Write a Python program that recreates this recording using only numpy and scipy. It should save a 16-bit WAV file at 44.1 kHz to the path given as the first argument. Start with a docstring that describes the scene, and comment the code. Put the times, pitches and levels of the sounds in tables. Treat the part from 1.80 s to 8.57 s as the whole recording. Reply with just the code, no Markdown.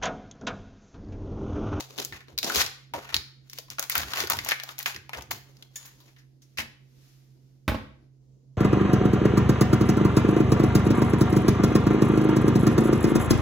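"""On a wooden kitchen counter, a plastic tub is opened close to a two-port microphone.
The lid snaps off and is dropped; the thin seal is peeled with crackles and put away. Both sound by
stick-slip friction: runs of tiny slips excite the resonances of the plastic. A hand brushes past,
something metallic clinks, and knocks ring the counter's modes. A small motor hums behind it all,
the room adds a short reverberation, and a faint hiss lingers at the end."""
import sys
import numpy as np
from scipy import signal
from scipy.io import wavfile

SR = 44100
rng = np.random.default_rng(int(sys.argv[2]) if len(sys.argv) > 2 else 0)


def bounce(signal):
    """Save signal as a 16-bit WAV file at the path given by the first command-line argument."""
    frames = np.transpose(np.atleast_2d(signal))
    limited = np.clip(frames, -1, 1)
    pcm = np.round(limited * 32767).astype(np.int16)
    wavfile.write(sys.argv[1], SR, pcm)


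N = 298557
CRACK_ALIKE, BODY_ALIKE = 0.21, 0.54   # share of power common to both ports; the rest takes other paths
SEAL_WIDTHS = (.35, .26)   # crack and body bandwidths as shares of their pitch


def amp(db):
    """Amplitude ratio of a level in decibels."""
    return 10 ** (np.asarray(db) / 20)


def rms_one(x):
    """Normalisation to unit rms."""
    return x / np.sqrt(np.mean(x ** 2) + 1e-20)


def peak_one(x):
    """Normalisation to unit peak."""
    return x / np.max(np.abs(x))


def at_hz(points, hz):
    """Interpolation on a log-frequency axis."""
    pitches, values = np.transpose(points)
    return np.interp(np.log(hz), np.log(pitches), values)


def butterworth(x, order, hz, kind):
    """Filtering with a maximally flat passband."""
    return signal.sosfilt(signal.butter(order, hz, kind, fs=SR, output="sos"), x)


def drift(rate_hz):
    """Low-passed noise: a slow random fluctuation of unit rms."""
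    r = np.exp(-2 * np.pi * rate_hz / SR)
    return rms_one(signal.lfilter([1], [1, -2 * r, r * r], rng.standard_normal(N + SR))[SR:])


def resonate(x, hz, width_hz):
    """A damped resonator with unit gain at its peak."""
    r = np.exp(-np.pi * width_hz / SR)
    poles = [1, -2 * r * np.cos(2 * np.pi * hz / SR), r * r]
    return signal.lfilter(np.array([1, 0, -1]) * (1 - r * r) / 2, poles, x)


def forced_modes(x, modes):
    """Forced response, at unit rms, of modes (pitch_hz, width_hz, level_db) of alternating sign."""
    return rms_one(sum((-1) ** k * amp(db) * resonate(x, hz, width_hz)
                       for k, (hz, width_hz, db) in enumerate(modes)))


def free_modes(modes, strength, size):
    """Free decay after a blow; strength gives each mode a level offset and a sign."""
    t = np.arange(size) / SR
    return sum(amp(db + 1.7 * offset - 60 * t / t60) * np.sign(sign) * np.sin(2 * np.pi * hz * t)
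               for (hz, db, t60), offset, sign in zip(modes, *strength))


def burst(noise, decay_s, hard=0.29, lead_s=1e-5):
    """Stick-slip: a run of slips creeps in and dies away; hard weights a sharp first slip."""
    t = np.arange(noise.shape[-1]) / SR - lead_s
    late = np.maximum(t, 0)
    decay = np.exp(-late / max(decay_s, .0003)) + hard * np.exp(-late / .0003)
    return noise * np.where(t < 0, np.exp(2.6 * np.minimum(t, 0) / lead_s), decay)


def swells(peak_s, db, rise_s, hold_s, fall_db_per_s):
    """Exponential envelopes that rise 23 dB in rise_s, hold and fade; the strongest prevails."""
    late = np.arange(0, N, 16) / SR - np.c_[peak_s]
    before_db = 23 * np.maximum(-late, 0) / np.maximum(np.c_[rise_s], .001)
    after_db = fall_db_per_s * np.maximum(late - np.c_[hold_s], 0)
    return np.repeat(amp(np.max(np.c_[db] - before_db - after_db, axis=0)), 16)[:N]


def panned(x, pan_db):
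    """A level difference of left over right."""
    return x * amp([[pan_db / 2], [-pan_db / 2]])


def alike_below(pair, hz):
    """Diffuse-field coherence: left and right agree in the bass and differ in the treble."""
    mid, side = pair[0], butterworth(pair[1], 1, hz, "high")
    return np.array([mid + side, mid - side])


def at_ports(noise, alike):
    """Partial coherence: both ports share the first of three noises; the right hears later and less."""
    lag = round(.00016 * SR)
    left, right = np.sqrt(alike) * noise[0] + np.sqrt(1 - alike) * noise[1:]
    return panned(np.array([left, np.pad(right, (lag, 0))[:len(right)]]), pan_db=2.0)


def ambience():
    """The kitchen's noise floor: half-octave bands that flicker by random amplitude modulation."""
    # spectrum of the quiet kitchen: pitch_hz, relative_density_db
    spectrum = [(25, -12), (50, -3.5), (100, -10), (165, -14.5), (230, -5), (320, -8), (420, -16),
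                (700, -27.5), (1100, -44), (3500, -41.5), (6000, -33), (15000, -55.5)]
    edges_hz = 22 * 2 ** np.arange(0, 9.8, .5)
    white = rng.standard_normal((2, 2, N))
    flicker_db = [2 * drift(5), 2 * drift(9)]
    out = 0
    for k, (low, high) in enumerate(zip(edges_hz, edges_hz[1:])):
        band = butterworth(white[k % 2], 2, [low, high], "band")
        out = out + band * amp(at_hz(spectrum, np.sqrt(low * high)) + flicker_db[k % 2])
    return amp(-65.5) * rms_one(alike_below(out, hz=400))


def motor():
    """Periodic vibration of a small motor: one tone, wavering slightly in pitch and level."""
    pitch_hz = 132.5 + .5 * drift(2.2)
    phase = 2 * np.pi * np.cumsum(pitch_hz) / SR
    hum = np.sqrt(2) * amp(-57.5 + 2.1 * drift(10)) * np.sin(phase)
    return panned(hum, pan_db=-6.0)


def reverberation(x):
    """Diffuse reflections: convolution with octave bands of noise, each decaying at its own rate."""
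    # reverberation time of the kitchen: pitch_hz, t60_s
    decay_times = [(60, 0.51), (400, 0.43), (1100, 0.45), (3000, 0.51), (8000, 0.35), (14000, 0.3)]
    t, tail = np.arange(SR) / SR, 0
    for low in 40 * 2. ** np.arange(9):
        band = butterworth(rng.standard_normal((2, SR)), 2, [low, min(2 * low, 20000)], "band")
        tail = tail + band * amp(-60 * t / at_hz(decay_times, np.sqrt(2) * low))
    tail = alike_below(tail * np.minimum(t / 0.0028, 1), hz=500)   # echoes build up
    tail /= np.sqrt(np.sum(tail ** 2) / 2)
    return amp(-12.5) * signal.fftconvolve(x[None], tail, axes=1)[:, :N]


def swish_and_hiss():
    """Incoherent noise at the ports: a hand brushes past, then faint steady background hiss at the end."""
    # hand brushing past, then background hiss in the last row: peak_s, level_db, rise_s, hold_s
    noise_swells = [(3.6, -68, 0.092, 0.017), (3.964, -63, 0.024, 0.14), (4.62, -72.5, .03, .12),
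                    (5.24, -64, 0.36, 0.047), (5.56, -76, .1, .15), (6.25, -92.5, 0.21, 0.48)]
    white = rng.standard_normal((2, 2, N))
    bright = forced_modes(white[0], [(2370, 680, -21.0), (5560, 4000, 5), (14600, 1600, -5.5)])
    dull = amp(-3.5) * rms_one(resonate(white[1], 921, 3500))
    return swells(*np.transpose(noise_swells), fall_db_per_s=41) * (bright + dull)


def metal_clink():
    """Modal ringing: a scraping touch briefly excites thin metal."""
    # touches on the metal: start_s, peak_db
    touches = [(3.9568, -24.5), (4.057, -52)]
    # modes of the metal: pitch_hz, level_db, t60_s
    metal_modes = [(1754, -16.5, 0.2), (1838, -21.5, 0.13), (3560, -7, 0.11), (4500, -17, 0.08),
                   (5400, -9, .12), (6657, -9, 0.1), (6640, 8.5, 0.067), (7020, -3, 0.12),
                   (9430, -2.5, 0.094)]
    size = 8192
    out = np.zeros(N + size)
    noises = rng.standard_normal((len(touches), 1024))
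    strengths = rng.standard_normal((len(touches), 2, len(metal_modes)))
    for (start_s, db), noise, strength in zip(touches, noises, strengths):
        ring = signal.fftconvolve(free_modes(metal_modes, strength, size), burst(noise, decay_s=.008))
        at = round(start_s * SR)
        out[at:at + size] += amp(db) * peak_one(ring[:size])
    return out[:N]


def counter_knocks():
    """Impact excitation: each contact rings the counter's modes unevenly and rattles briefly."""
    # knocks and their bounces: start_s, level_db, relative_crack_db, relative_tick_db
    contacts = [(5.8795, -14, -2, -9.5), (5.893, -12, -20, -26), (5.918, -15, -20.5, -30.5),
                (5.945, -19, -9, -44), (4.787, -32, -25, -41), (4.826, -41.5, -30, -41)]
    # modes of the wooden counter: pitch_hz, level_db, t60_s
    wood_modes = [(66, -3, 0.11), (92.2, -1, 0.092), (115, 1.5, 0.06), (199, -4, 0.12),
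                  (229.5, -10.5, 0.25), (280, -9, 0.19), (307, 0, 0.023), (513, -12.5, 0.12),
                  (623, -2, 0.042), (846, -9, 0.076), (1104, -5.5, 0.038)]
    size = 8192
    out = np.zeros(N + size)
    noises = rng.standard_normal((len(contacts), size))
    strengths = rng.standard_normal((len(contacts), 2, len(wood_modes)))
    for (start_s, db, crack_db, tick_db), noise, strength in zip(contacts, noises, strengths):
        ring = peak_one(free_modes(wood_modes, strength, size))
        rattle = burst(noise, decay_s=0.017, hard=0.93)
        crack = peak_one(resonate(resonate(rattle, 880, 1100), 1234, 5700))
        tick = peak_one(resonate(rattle, 4900, 11400))
        at = round(start_s * SR)
        out[at:at + size] += amp(db) * (ring + amp(crack_db) * crack + amp(tick_db) * tick)
    return out[:N]


def counter_bumps():
    """Structure-borne sound: the tub and hands bump the counter, which rumbles in two bass bands."""
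    # bumps on the counter: peak_s, level_db, hold_s
    bumps = [(.322, -50, 0.015), (.53, -54, 0.024), (.769, -42, 0.016), (1.138, -50, 0.037),
             (1.344, -44, 0.0038), (1.903, -56.5, 0.007), (2.174, -45, 0.09), (2.4, -46.5, 0.031),
             (2.53, -47.5, 0.092), (3.154, -49.5, 0.0067), (3.38, -50, 0.031), (3.511, -45.5, 0.017)]
    peak_s, db, hold_s = np.transpose(bumps)
    rise_s = np.full(len(bumps), 0.033)
    low = rms_one(butterworth(rng.standard_normal(N), 4, [58, 115], "band"))
    upper = rms_one(butterworth(rng.standard_normal(N), 4, [150, 430], "band"))
    return swells(peak_s, db, rise_s, hold_s, fall_db_per_s=168) * (low + amp(-5) * upper)


def plastic_crackle():
    """Stick-slip under the fingers: dense slips ring the sheet and wall modes near the bend's pitch."""
    # pulls until the plastic gives: give_s, level_db, rise_s, hold_s, bend_hz, relative_bend_db
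    pulls = [(0.001, -42, 0.018, 0.03, 660, -14), (0.103, -53, .05, 0.069, 473, -9),
             (0.179, -38.5, .002, 0.045, 400, -13), (0.337, -50, 0.018, 0.024, 1560, -2.5),
             (.49, -66.5, .02, 0.039, 404, 1), (0.637, -34, 0.0011, 0.055, 440, -9.5),
             (0.77, -22, 0.077, 0.016, 500, -16.5), (0.808, -23.5, .05, 0.01, 1490, -11),
             (1.139, -48, 0.0018, .05, 600, 2), (1.22, -52, .05, .03, 1300, -3),
             (1.303, -52.5, .1, 0.052, 1680, 1.5), (1.355, -36, .002, 0.0016, 1860, -8.5),
             (1.719, -54, 0.082, 0.092, 910, -31.5), (1.909, -43, .002, 0.0055, 1490, -12),
             (2.003, -42, 0.0083, 0.032, 1270, -11.5), (2.095, -34.5, .001, 0.048, 1530, -24),
             (2.148, -31.5, .01, 0.026, 1370, -5.5), (2.179, -27, .001, 0.0088, 1440, -8.5),
             (2.396, -32, 0.18, 0.022, 1300, -7), (2.504, -25, .001, 0.0069, 1140, -9.5),
             (2.689, -33.5, 0.081, 0.0096, 1710, -6), (2.904, -46.5, 0.11, 0.0067, 1150, -9),
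             (2.987, -40.5, 0.0071, 0.015, 1700, -10.5), (3.063, -31, 0.0011, 0.022, 1870, -7.5),
             (3.297, -66, .002, 0.0068, 1230, -4), (3.375, -50, 0.052, 0.011, 970, 1.5),
             (3.509, -30.5, 0.0018, 0.0018, 890, -15.5), (3.7, -68.5, .1, 0.17, 400, -6),
             (3.968, -57, 0.079, 0.13, 1250, -12), (4.191, -67, .05, 0.13, 443, -9.5)]
    # resonances of the thin sheet: pitch_hz, width_hz, level_db
    sheet_modes = [(3020, 3400, 1), (4360, 1100, 6.5), (6660, 1600, 0.5)]
    slips_per_s, spread_octaves, seal_from_s = 3500, 0.88, 2.3
    t = np.arange(N) / SR
    give_s, db, rise_s, hold_s, bend_hz, bend_db = np.transpose(pulls)
    effort = swells(give_s, db, rise_s, hold_s, fall_db_per_s=395)
    rustle = swells(give_s, db - 24.5, rise_s, hold_s, fall_db_per_s=122.5)
    pull = np.maximum(np.searchsorted(np.sort(give_s - rise_s / 2), t) - 1, 0)   # each bends its own spot
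    shape = (2, 3, N)
    sizes = amp(3.5 * np.minimum(rng.exponential(1, shape), 4)) * rng.choice([-1, 1], shape)
    slips = sizes * (rng.random(shape) < slips_per_s / SR) * amp(3.5 * drift(60))
    sheet, wall = at_ports(slips[0], CRACK_ALIKE), at_ports(slips[1], BODY_ALIKE)
    bent = 0
    for hz in np.geomspace(260, 2400, 10):
        weight = np.exp(-(np.log2(hz / bend_hz[pull]) / spread_octaves) ** 2)
        bent = bent + weight * rms_one(resonate(wall, hz, 0.16 * hz))
    fizz_db = np.where(t < seal_from_s, -14, -10)   # the thin seal is brighter than the lid
    fizz = amp(fizz_db) * rms_one(resonate(sheet, 11000, 5400))
    return (effort + rustle) * (forced_modes(sheet, sheet_modes) + fizz + amp(bend_db[pull]) * bent)


def snaps(events, widths, burst_s, body_stretch, hard):
    """Transient excitation: slips drive a bright crack, a duller, longer body ring and a fizz."""
    size, lead_s = 4096, 0.0013
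    crack_width, body_width = widths
    out = np.zeros((2, N + size))
    for start_s, db, crack_hz, body_hz, body_db, fizz_db in events:
        noise = rng.standard_normal((3, 3, size))
        decay_s = burst_s * 2 ** (-0.015 * (db + 14))   # louder snaps are shorter
        sharp = at_ports(burst(noise[0], decay_s, hard, lead_s), CRACK_ALIKE)
        dull = at_ports(burst(noise[1], body_stretch * decay_s, hard, lead_s), BODY_ALIKE)
        fine = at_ports(burst(noise[2], 0.91 * decay_s, hard, lead_s), CRACK_ALIKE)
        crack = peak_one(resonate(sharp, crack_hz, crack_width * crack_hz)
                         + .2 * resonate(sharp, 4000, 4000))
        ring = peak_one(resonate(dull, body_hz, body_width * body_hz) + .1 * resonate(dull, 900, 1500))
        fizz = peak_one(butterworth(fine, 2, 9000, "high"))
        at = round(start_s * SR)
        out[:, at:at + size] += amp(db) * (crack + amp(body_db) * ring + amp(fizz_db) * fizz)
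    return out[:, :N]


def scrape_and_seal_landing():
    """Drawn-out friction: the bright scrape of the metal clink, then the seal rustling and landing."""
    # scrape of the clink (first two rows), then the seal put away:
    # start_s, level_db, crack_hz, body_hz, relative_body_db, relative_fizz_db
    contacts = [(3.9561, -29, 6550, 1770, -43, 1), (4.055, -40, 6500, 1760, -6, 7),
                (4.2014, -47.5, 4100, 970, -3.5, -3), (4.2788, -49, 2120, 2110, -21, -21),
                (4.362, -52.5, 3020, 1820, 2.5, -10.5), (4.3835, -48, 5150, 1770, -8.5, -13),
                (4.6185, -46, 5870, 611, -34, -24), (4.7723, -27, 5400, 2000, -1, -15),
                (4.783, -14.5, 2300, 900, -16.5, -25), (4.7995, -21, 2000, 2230, -28, -24)]
    return snaps(contacts, SEAL_WIDTHS, burst_s=0.015, body_stretch=1.86, hard=0)


def seal_peeling():
    """Stick-slip peeling: the seal tears from the rim and crumples, ringing its broad resonances."""
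    # tears and creases: start_s, level_db, crack_hz, body_hz, relative_body_db, relative_fizz_db
    tears = [(1.697, -27.5, 5700, 2020, -23, -3.5), (1.731, -23.5, 4870, 2020, -14, -1),
             (1.7766, -27.5, 2780, 2130, -10.5, -12), (1.7848, -19.5, 5050, 536, -15.5, -1.5),
             (1.882, -43, 3900, 980, -4.5, -19.5), (1.9009, -18, 5450, 1440, -35, -10.5),
             (1.9314, -52, 2500, 2060, 1.5, -20), (1.9832, -31.5, 4750, 1400, 11.5, -17.5),
             (1.9933, -10, 6560, 552, -18, 0.5), (2.0253, -15.5, 6170, 1330, -11, -0.5),
             (2.0967, -17, 6200, 2040, -1.5, 11.5), (2.112, -19.5, 5920, 1880, -34.5, -13.5),
             (2.1274, -28.5, 5640, 1400, -3, -17), (2.1525, -12.5, 2580, 1350, 0.5, 6),
             (2.1779, -8, 4740, 1460, -29, 3.5), (2.201, -39, 3390, 1260, -17.5, -19),
             (2.232, -20, 3130, 1430, -5.5, -16.5), (2.3176, -27.5, 4910, 1400, -11.5, -19),
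             (2.3341, -9.5, 3200, 1450, -7, -19.5), (2.358, -17.5, 2530, 1410, -11.5, -7),
             (2.371, -12.5, 2460, 2170, -16.5, -15), (2.4024, -7.5, 4960, 2170, -18.5, -27),
             (2.417, -24.5, 4140, 1470, -24.5, -25), (2.4362, -15.5, 2470, 388, -7, -15),
             (2.471, -16.5, 5570, 1500, -9, -5.5), (2.4984, -11.5, 6400, 1240, -2, 9),
             (2.5336, -12.5, 5530, 872, -4, -18.5), (2.5683, -23, 3540, 856, -28, 1),
             (2.5873, -16.5, 4550, 2030, 0, -26), (2.647, -15.5, 6340, 2000, -22, -0.5),
             (2.661, -24, 2415, 853, -2.5, -6), (2.6872, -10.5, 5470, 2010, -3.5, -0.5),
             (2.6985, -14.5, 4660, 1870, -33, -10), (2.7092, -15, 3520, 1810, -0.5, -15.5),
             (2.7172, -18, 3160, 1830, 12, -22.5), (2.798, -21.5, 3640, 1830, -1.5, -24.5),
             (2.834, -19, 4700, 708, -13, 0), (2.8889, -23, 3100, 1250, -2.5, -9),
             (2.9814, -22, 5760, 2200, -12, -27), (2.9883, -21.5, 5720, 870, -17.5, 8.5),
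             (3.0007, -24, 3260, 1830, -5, -9), (3.027, -21.5, 4550, 1210, -21, 4),
             (3.0581, -10, 3270, 1840, -3, -20), (3.0784, -27, 2510, 869, -5.5, -16),
             (3.095, -27, 2590, 2060, -25, -4), (3.145, -25, 3110, 1850, -12, -20),
             (3.161, -21.5, 5100, 1820, -5, -23), (3.2924, -25, 2380, 888, -4, -41),
             (3.3312, -39, 2480, 1860, 17, -37), (3.3467, -25, 3160, 705, -1, -28),
             (3.3717, -27.5, 5530, 506, -4.5, -17), (3.4082, -26.5, 2490, 861, -14, -21),
             (3.4214, -24.5, 6110, 700, -19, -11), (3.5109, -14.5, 2200, 886, -12, 5.5),
             (3.7675, -37.5, 5180, 385, -14.5, -18), (3.8235, -30.5, 3490, 355, -22, -27)]
    return snaps(tears, SEAL_WIDTHS, burst_s=0.004, body_stretch=2.2, hard=2.0)


def lid_snapping():
    """Elastic release and impact: the lid rings as it flexes, pops off and drops."""
    # snaps of the lid: start_s, level_db, crack_hz, body_hz, relative_body_db, relative_fizz_db
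    lid_snaps = [(0.1588, -38.5, 3920, 413, -9.5, -17), (0.1847, -14, 3810, 404, -6, -17),
                 (0.2414, -24.5, 6715, 533, -45.5, -15), (0.2476, -11, 6860, 480.4, -42, -1),
                 (0.3229, -31, 4010, 1840, 4.5, -21.5), (0.353, -41.5, 5470, 1890, 0.5, -7.5),
                 (0.405, -39.5, 3560, 1800, 0.5, -29), (0.4822, -42.5, 3870, 392, 3.5, -21.5),
                 (0.526, -54, 3320, 396, -5.5, -8), (0.5771, -9.5, 4570, 535.4, -37, -12.5),
                 (0.5858, -5.5, 4020, 1822, -32.5, -5), (0.6289, -8, 3906, 459, -26, -26.5),
                 (0.643, -14, 5480, 479, -24.5, -20.5), (0.6978, -15.5, 6550, 1436, -2, -15),
                 (0.7205, -21, 4300, 1390, -1.5, 4), (0.7567, -8, 4050, 444, -10, -3.5),
                 (0.7796, -12, 6210, 1430, -25.5, -18.5), (0.7972, -11.5, 4540, 1310, -20, -21.5),
                 (0.813, -11, 4550, 1318, -27, -25.5), (0.843, -24, 5940, 2116, -26.5, -6.5),
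                 (0.8616, -16, 4940, 1340, -18.5, -15), (1.136, -23, 2430, 838, 2.5, -4.5),
                 (1.3421, -3, 3880, 1870, -23, -19), (1.354, -56.5, 4820, 1760, -3.5, -25),
                 (1.3641, -6, 4260, 2200, -24.5, -23)]
    return snaps(lid_snaps, widths=(.24, .22), burst_s=0.0057, body_stretch=2.3, hard=2.5)


def scene():
    """Superposition of direct sound, vibration through the stand, reverberation and background."""
    crackle, rumble = plastic_crackle(), counter_bumps()
    near = lid_snapping() + seal_peeling() + crackle
    away = scrape_and_seal_landing()
    far = butterworth(counter_knocks() + metal_clink(), 3, 55, "high")   # the stand passes no deep bass
    room = reverberation(near[0] + amp(7) * far + amp(-1) * away[0])
    direct = near + away + panned(far + rumble, pan_db=-2.4)
    return direct + room + swish_and_hiss() + motor() + ambience()


def record(dry):
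    """Frequency response: the microphone housing dips near 8 kHz and peaks just below a steep cutoff."""
    dipped = dry - 0.73 * resonate(dry, hz=8230, width_hz=4500)
    peaked = dipped + 0.24 * resonate(dipped, hz=16000, width_hz=9600)
    return signal.sosfilt(signal.cheby2(20, 60, 16450, fs=SR, output="sos"), peaked)


dry = scene()
out = record(dry)
bounce(out)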